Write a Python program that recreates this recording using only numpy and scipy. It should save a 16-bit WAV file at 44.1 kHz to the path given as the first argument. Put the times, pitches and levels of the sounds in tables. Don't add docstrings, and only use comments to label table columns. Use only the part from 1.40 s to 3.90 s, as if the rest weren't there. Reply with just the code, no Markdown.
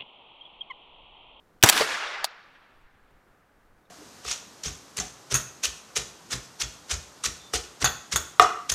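import sys
import numpy as np
from scipy import signal
from scipy.fft import rfft, irfft
from scipy.io import wavfile

SR = 44100
rng = np.random.default_rng(int(sys.argv[2]) if len(sys.argv) > 2 else 0)


def master_out(mix):
    frames = np.transpose(np.atleast_2d(mix))
    ceiling = np.clip(frames, -1, 1)
    pcm = np.round(ceiling * 32767).astype(np.int16)
    wavfile.write(sys.argv[1], SR, pcm)


def ratio(d):
    e = np.asarray(d, float) / 20
    return 10 ** e


N = 110250
T = np.arange(N) / SR

# frequency in Hz, density in dB per Hz.
AIR_TONE = [(24, -28.5), (40, 3), (54, -11.5), (80, -5.5), (302, -6), (1130, -11.5), (1450, -12.5),
            (2850, -26), (15500, -35.5)]
AIR_DB = -63.5
# time in seconds, level in dB.
GUSTS_S_DB = [(0.0, -65), (0.12, -77.5), (0.28, -68), (0.4, -63), (0.78, -74), (0.99, -73), (1.71, -62),
              (1.93, -74), (2.5, -68.5)]
WIND_HZ, WIND_DB = 35, 3
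# frequency in Hz, level in dB.
WHINE_HZ_DB = [(11461, -103), (13878, -96)]
# start in seconds, frequency in Hz, level in dB, t60 in seconds.
LOOSE_TICK = [
    (2.455, 3750, -64, .04),
    (2.462, 3500, -68, .03),
]

# start in seconds, level in dB, hold in seconds, t60 in seconds.
SHIFTS = [
    (1.409, -62.5, 0.0071, 0.083),
    (1.705, -63, 0.01, .06),
]
# frequency in Hz, density in dB per Hz.
SHIFT_TONE = [(300, -10.5), (600, -11), (1000, -2), (2000, -10), (5000, -31)]

# return time in seconds, level in dB.
ECHO_S_DB = [(0.242, -20.5), (0.308, -22.5), (.34, -20.5), (.38, -19.5), (.43, -20.5), (0.471, -25.5),
             (.52, -23), (0.618, -26), (.84, -31), (1.02, -40.5), (1.3, -47), (1.8, -51), (2.5, -49.5)]
# frequency in Hz, density in dB per Hz.
ECHO_TONE = [(59, -50), (100, -19), (281, -5), (565, -4.5), (1060, -1.5), (1400, 2), (4020, -5.5),
             (10600, -14.5), (15500, -24)]
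# frequency in Hz, loss in dB per second.
PATH_LOSS = [(150, -82), (250, -79.5), (450, -17.5), (800, -15), (1500, -13.5), (3700, -24), (6000, -36.5),
             (10000, -91.5), (16000, -130)]
LOSS_START_S, LOSS_EASES_S = .37, 2.68

# start in seconds, level in dB, hold in seconds, t60 in seconds.
GRAVEL = [
    (.3262, -10, .001, .012),
    (.3300, -20.5, .004, .03),
    (.3640, -22, .006, 0.15),
    (.3760, -18, .002, .03),
]
# frequency in Hz, density in dB per Hz.
GRAVEL_TONE = [(180, -34.5), (300, -6.5), (1910, -4), (2400, -3), (3750, 1), (6060, -7), (10400, -15.5),
               (15500, -26)]
# start in seconds, level in dB, hold in seconds, t60 in seconds.
BANK = [
    (.3980, -21.5, 0.0035, .03),
    (.4075, -14, .001, .03),
    (.4118, -16.5, .001, 0.012),
    (.4170, -17, .006, 0.03),
]
# frequency in Hz, density in dB per Hz.
BANK_TONE = [(47, -50), (80, -26), (263, -19.5), (437, 1.5), (1290, -8), (2090, -7.5), (2910, -21),
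             (4230, -11), (15500, -42)]
# start in seconds, frequency in Hz, level in dB, t60 in seconds.
KNOCKS = [
    (.4070, 440, -16.5, 0.15),
    (.4085, 4500, -14, .03),
    (.4120, 140, -36, 0.16),
]

# frequency in Hz, level in dB, t60 in seconds.
RECEIVER_MODES = [(1200, -12, .01), (2470, -7, 0.024), (3530, -4, 0.0092), (4460, -4, .008),
                  (5830, -2.5, .01), (6470, 2.5, .006), (7770, -8, 0.018), (8820, -1.5, .008),
                  (13500, -3, .008)]
# start in seconds, level in dB, hold in seconds, t60 in seconds.
HAMMER = [
    (.2100, -64, .005, .03),
    (.2273, -6, .0004, .006),
    (.2281, -19, .0025, .008),
    (.2305, -29, .004, .03),
]
# start in seconds, level in dB, hold in seconds, t60 in seconds.
BOLT = [
    (.2440, -20.5, .040, .03),
    (.2614, -7, .0003, 0.009),
    (.2872, -16, .002, .02),
    (.2888, -8, .0008, 0.011),
    (.2908, -16, .004, 0.013),
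    (.2945, -9.5, .0004, .008),
    (.2968, -4, .0018, .012),
    (.3020, -17, .003, .01),
]
# start in seconds, level in dB, hold in seconds, t60 in seconds.
RESET = [
    (.8390, -41, .002, .03),
    (.8432, -15, .0006, 0.0059),
    (.8440, -13.5, 0.00056, .012),
    (.8483, -21, .003, 0.01),
    (.8530, -33.5, .003, 0.04),
]
# frequency in Hz, density in dB per Hz.
HAMMER_TONE = [(180, -61.5), (300, -34), (1240, -5), (3080, 2), (5670, -6.5), (6160, -9), (13200, -9),
               (15500, -13.5)]
# frequency in Hz, density in dB per Hz.
SLIDE_TONE = [(59, -48.5), (100, -12.5), (743, 2.5), (1770, 1), (2930, -3.5), (4020, -11), (8780, -9.5),
              (15500, -21.5)]
# frequency in Hz, density in dB per Hz.
BOLT_TONE = [(120, -51.5), (200, -21.5), (770, -7.5), (4580, 1), (5210, -9), (6360, -2), (12500, -7.5),
             (13700, -7.5), (15500, -17)]
# frequency in Hz, density in dB per Hz.
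RESET_TONE = [(150, -40), (450, -22), (700, -0.5), (1500, -2.5), (1900, -7.5), (3200, -0.5), (4300, 6),
              (5400, -3), (15500, -15.5)]

# start in seconds, level in dB, hold in seconds, t60 in seconds.
BLAST = [
    (.2360, 8, .003, 0.025),
]
# frequency in Hz, density in dB per Hz.
BLAST_TONE = [(180, -29.5), (300, -0.5), (1220, -1), (2700, -7.5), (3510, -5.5), (4580, -12), (5960, -3),
              (15500, -21)]
PUSH_S, PUSH_HZ, PUSH_DB, PUSH_HOLD_S, PUSH_T60_S = .2364, 112, -3, .007, .03

# start in seconds, depth in dB, recovery in seconds.
DUCKS = [
    (0.2368, -10, 0.028),
    (.3000, -7, 0.39),
    (.8450, -3.5, .5),
]
DUCK_ATTACK_S, CLIP_TOP = .004, 0.88


def at_hz(points, hz):
    p = np.array(points)
    return np.interp(np.log(np.maximum(hz, 1)), np.log(p[:, 0]), p[:, 1])


def rms_one(x):
    return x / np.sqrt(np.mean(x ** 2) + 1e-20)


def colour(x, tone):
    hz = np.fft.rfftfreq(4096, 1 / SR)
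    rolloff_db = 12 * np.log2(np.maximum(tone[0][0] / (hz + 1), 1))
    cepstrum = irfft(np.log(ratio(at_hz(tone, hz) - rolloff_db)))
    cepstrum[1:2048] *= 2
    cepstrum[2049:] = 0
    taps = irfft(np.exp(rfft(cepstrum)))[:2048]
    return signal.fftconvolve(x, taps / np.sqrt(np.sum(taps ** 2)))[:N]


def drift(rate_hz):
    r = np.exp(-2 * np.pi * rate_hz / SR)
    noise = rng.standard_normal(N + SR)
    return rms_one(signal.lfilter([1], [1, -2 * r, r * r], noise)[SR:])


def envelope(rows):
    total = 0
    for start_s, db, hold_s, t60_s in rows:
        attack = np.clip((T - start_s) / .0003, 0, 1)
        decay_db = 60 * np.maximum(T - start_s - hold_s, 0) / t60_s
        total = total + ratio(db - decay_db) * attack
    return total


def grit(spread_db):
    noise = rng.standard_normal(N)
    click_db = spread_db * np.minimum(rng.exponential(1, N), 4)
    return rms_one(noise * ratio(click_db))


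def tones(rows):
    total = 0
    for start_s, hz, db, t60_s in rows:
        total = total + envelope([(start_s, db, 0, t60_s)]) * np.sin(2 * np.pi * hz * (start_s - T))
    return total


def background():
    air = ratio(AIR_DB + .7 * drift(3)) * colour(rng.standard_normal(N), AIR_TONE)
    gust_db = np.interp(T, *np.transpose(GUSTS_S_DB))
    wind = ratio(gust_db + WIND_DB + 5.5 * drift(8)) * drift(WIND_HZ)
    whine = sum(ratio(db + 5.5) * np.sin(2 * np.pi * hz * T) for hz, db in WHINE_HZ_DB)
    return air + wind + tones(LOOSE_TICK) + whine


def shifts():
    return colour(envelope(SHIFTS) * rng.standard_normal(N), SHIFT_TONE)


def echo():
    edges_hz = 90 * 2 ** np.arange(0, 7.6, 1 / 3)
    white = rng.standard_normal((2, N))
    late_s = LOSS_EASES_S * (1 - np.exp(-np.maximum(T - LOSS_START_S, 0) / LOSS_EASES_S))
    shared_drift = drift(14)
    out = 0
    for k, (low, high) in enumerate(zip(edges_hz, edges_hz[1:])):
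        sos = signal.butter(3, [low, high], "band", fs=SR, output="sos")
        band = signal.sosfilt(sos, white[k % 2])
        hz = np.sqrt(low * high)
        band_db = at_hz(ECHO_TONE, hz) + at_hz(PATH_LOSS, hz) * late_s
        out = out + band * ratio(band_db + .8 * shared_drift + 1.2 * drift(25))
    s, db = np.transpose(ECHO_S_DB)
    return ratio(np.interp(T, s, db) + 9.5) * (T > s[0]) * out


def gravel():
    return colour(envelope(GRAVEL) * grit(spread_db=4.0), GRAVEL_TONE)


def bank():
    thud = colour(envelope(BANK) * grit(spread_db=-1.0), BANK_TONE)
    return thud + tones(KNOCKS)


def steel(rows, tone, ring_db):
    hits = envelope(rows) * grit(spread_db=0.5)
    rings = 0
    for k, (hz, db, t60_s) in enumerate(RECEIVER_MODES):
        r = ratio(-60 / (t60_s * SR))
        w = 2 * np.pi * hz / SR
        gain = np.sqrt(1 - r * r) * np.sin(w)
        mode = signal.lfilter([gain], [1, -2 * r * np.cos(w), r * r], hits + 1e-18)
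        rings = rings + (-1) ** k * ratio(db) * mode
    return colour(hits + ratio(ring_db) * rings, tone)


def action():
    hammer = steel(HAMMER, HAMMER_TONE, ring_db=-14.5)
    slide = steel(BOLT[:2], SLIDE_TONE, ring_db=-10)
    slam = steel(BOLT[2:], BOLT_TONE, ring_db=-12.5)
    reset = steel(RESET, RESET_TONE, ring_db=-19)
    return hammer + slide + slam + reset


def blast():
    jet = colour(envelope(BLAST) * rng.standard_normal(N), BLAST_TONE)
    swell = envelope([(PUSH_S, PUSH_DB, PUSH_HOLD_S, PUSH_T60_S)])
    return jet + swell * np.sin(2 * np.pi * PUSH_HZ * (T - PUSH_S))


def scene():
    mix = action() + bank() + gravel() + shifts() + blast() + echo() + background()
    return mix[None]


def band_limit(x):
    return signal.sosfilt(signal.butter(12, 15680, fs=SR, output="sos"), x)


def record(dry):
    duck_db = 0
    for start_s, db, recovery_s in DUCKS:
        since_s = np.maximum(T - start_s, 0)
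        duck_db = duck_db + db * (1 - np.exp(-since_s / DUCK_ATTACK_S)) * np.exp(-since_s / recovery_s)
    return band_limit(np.clip(dry, -CLIP_TOP, CLIP_TOP) * ratio(duck_db))


dry = scene()
out = record(dry)
master_out(out)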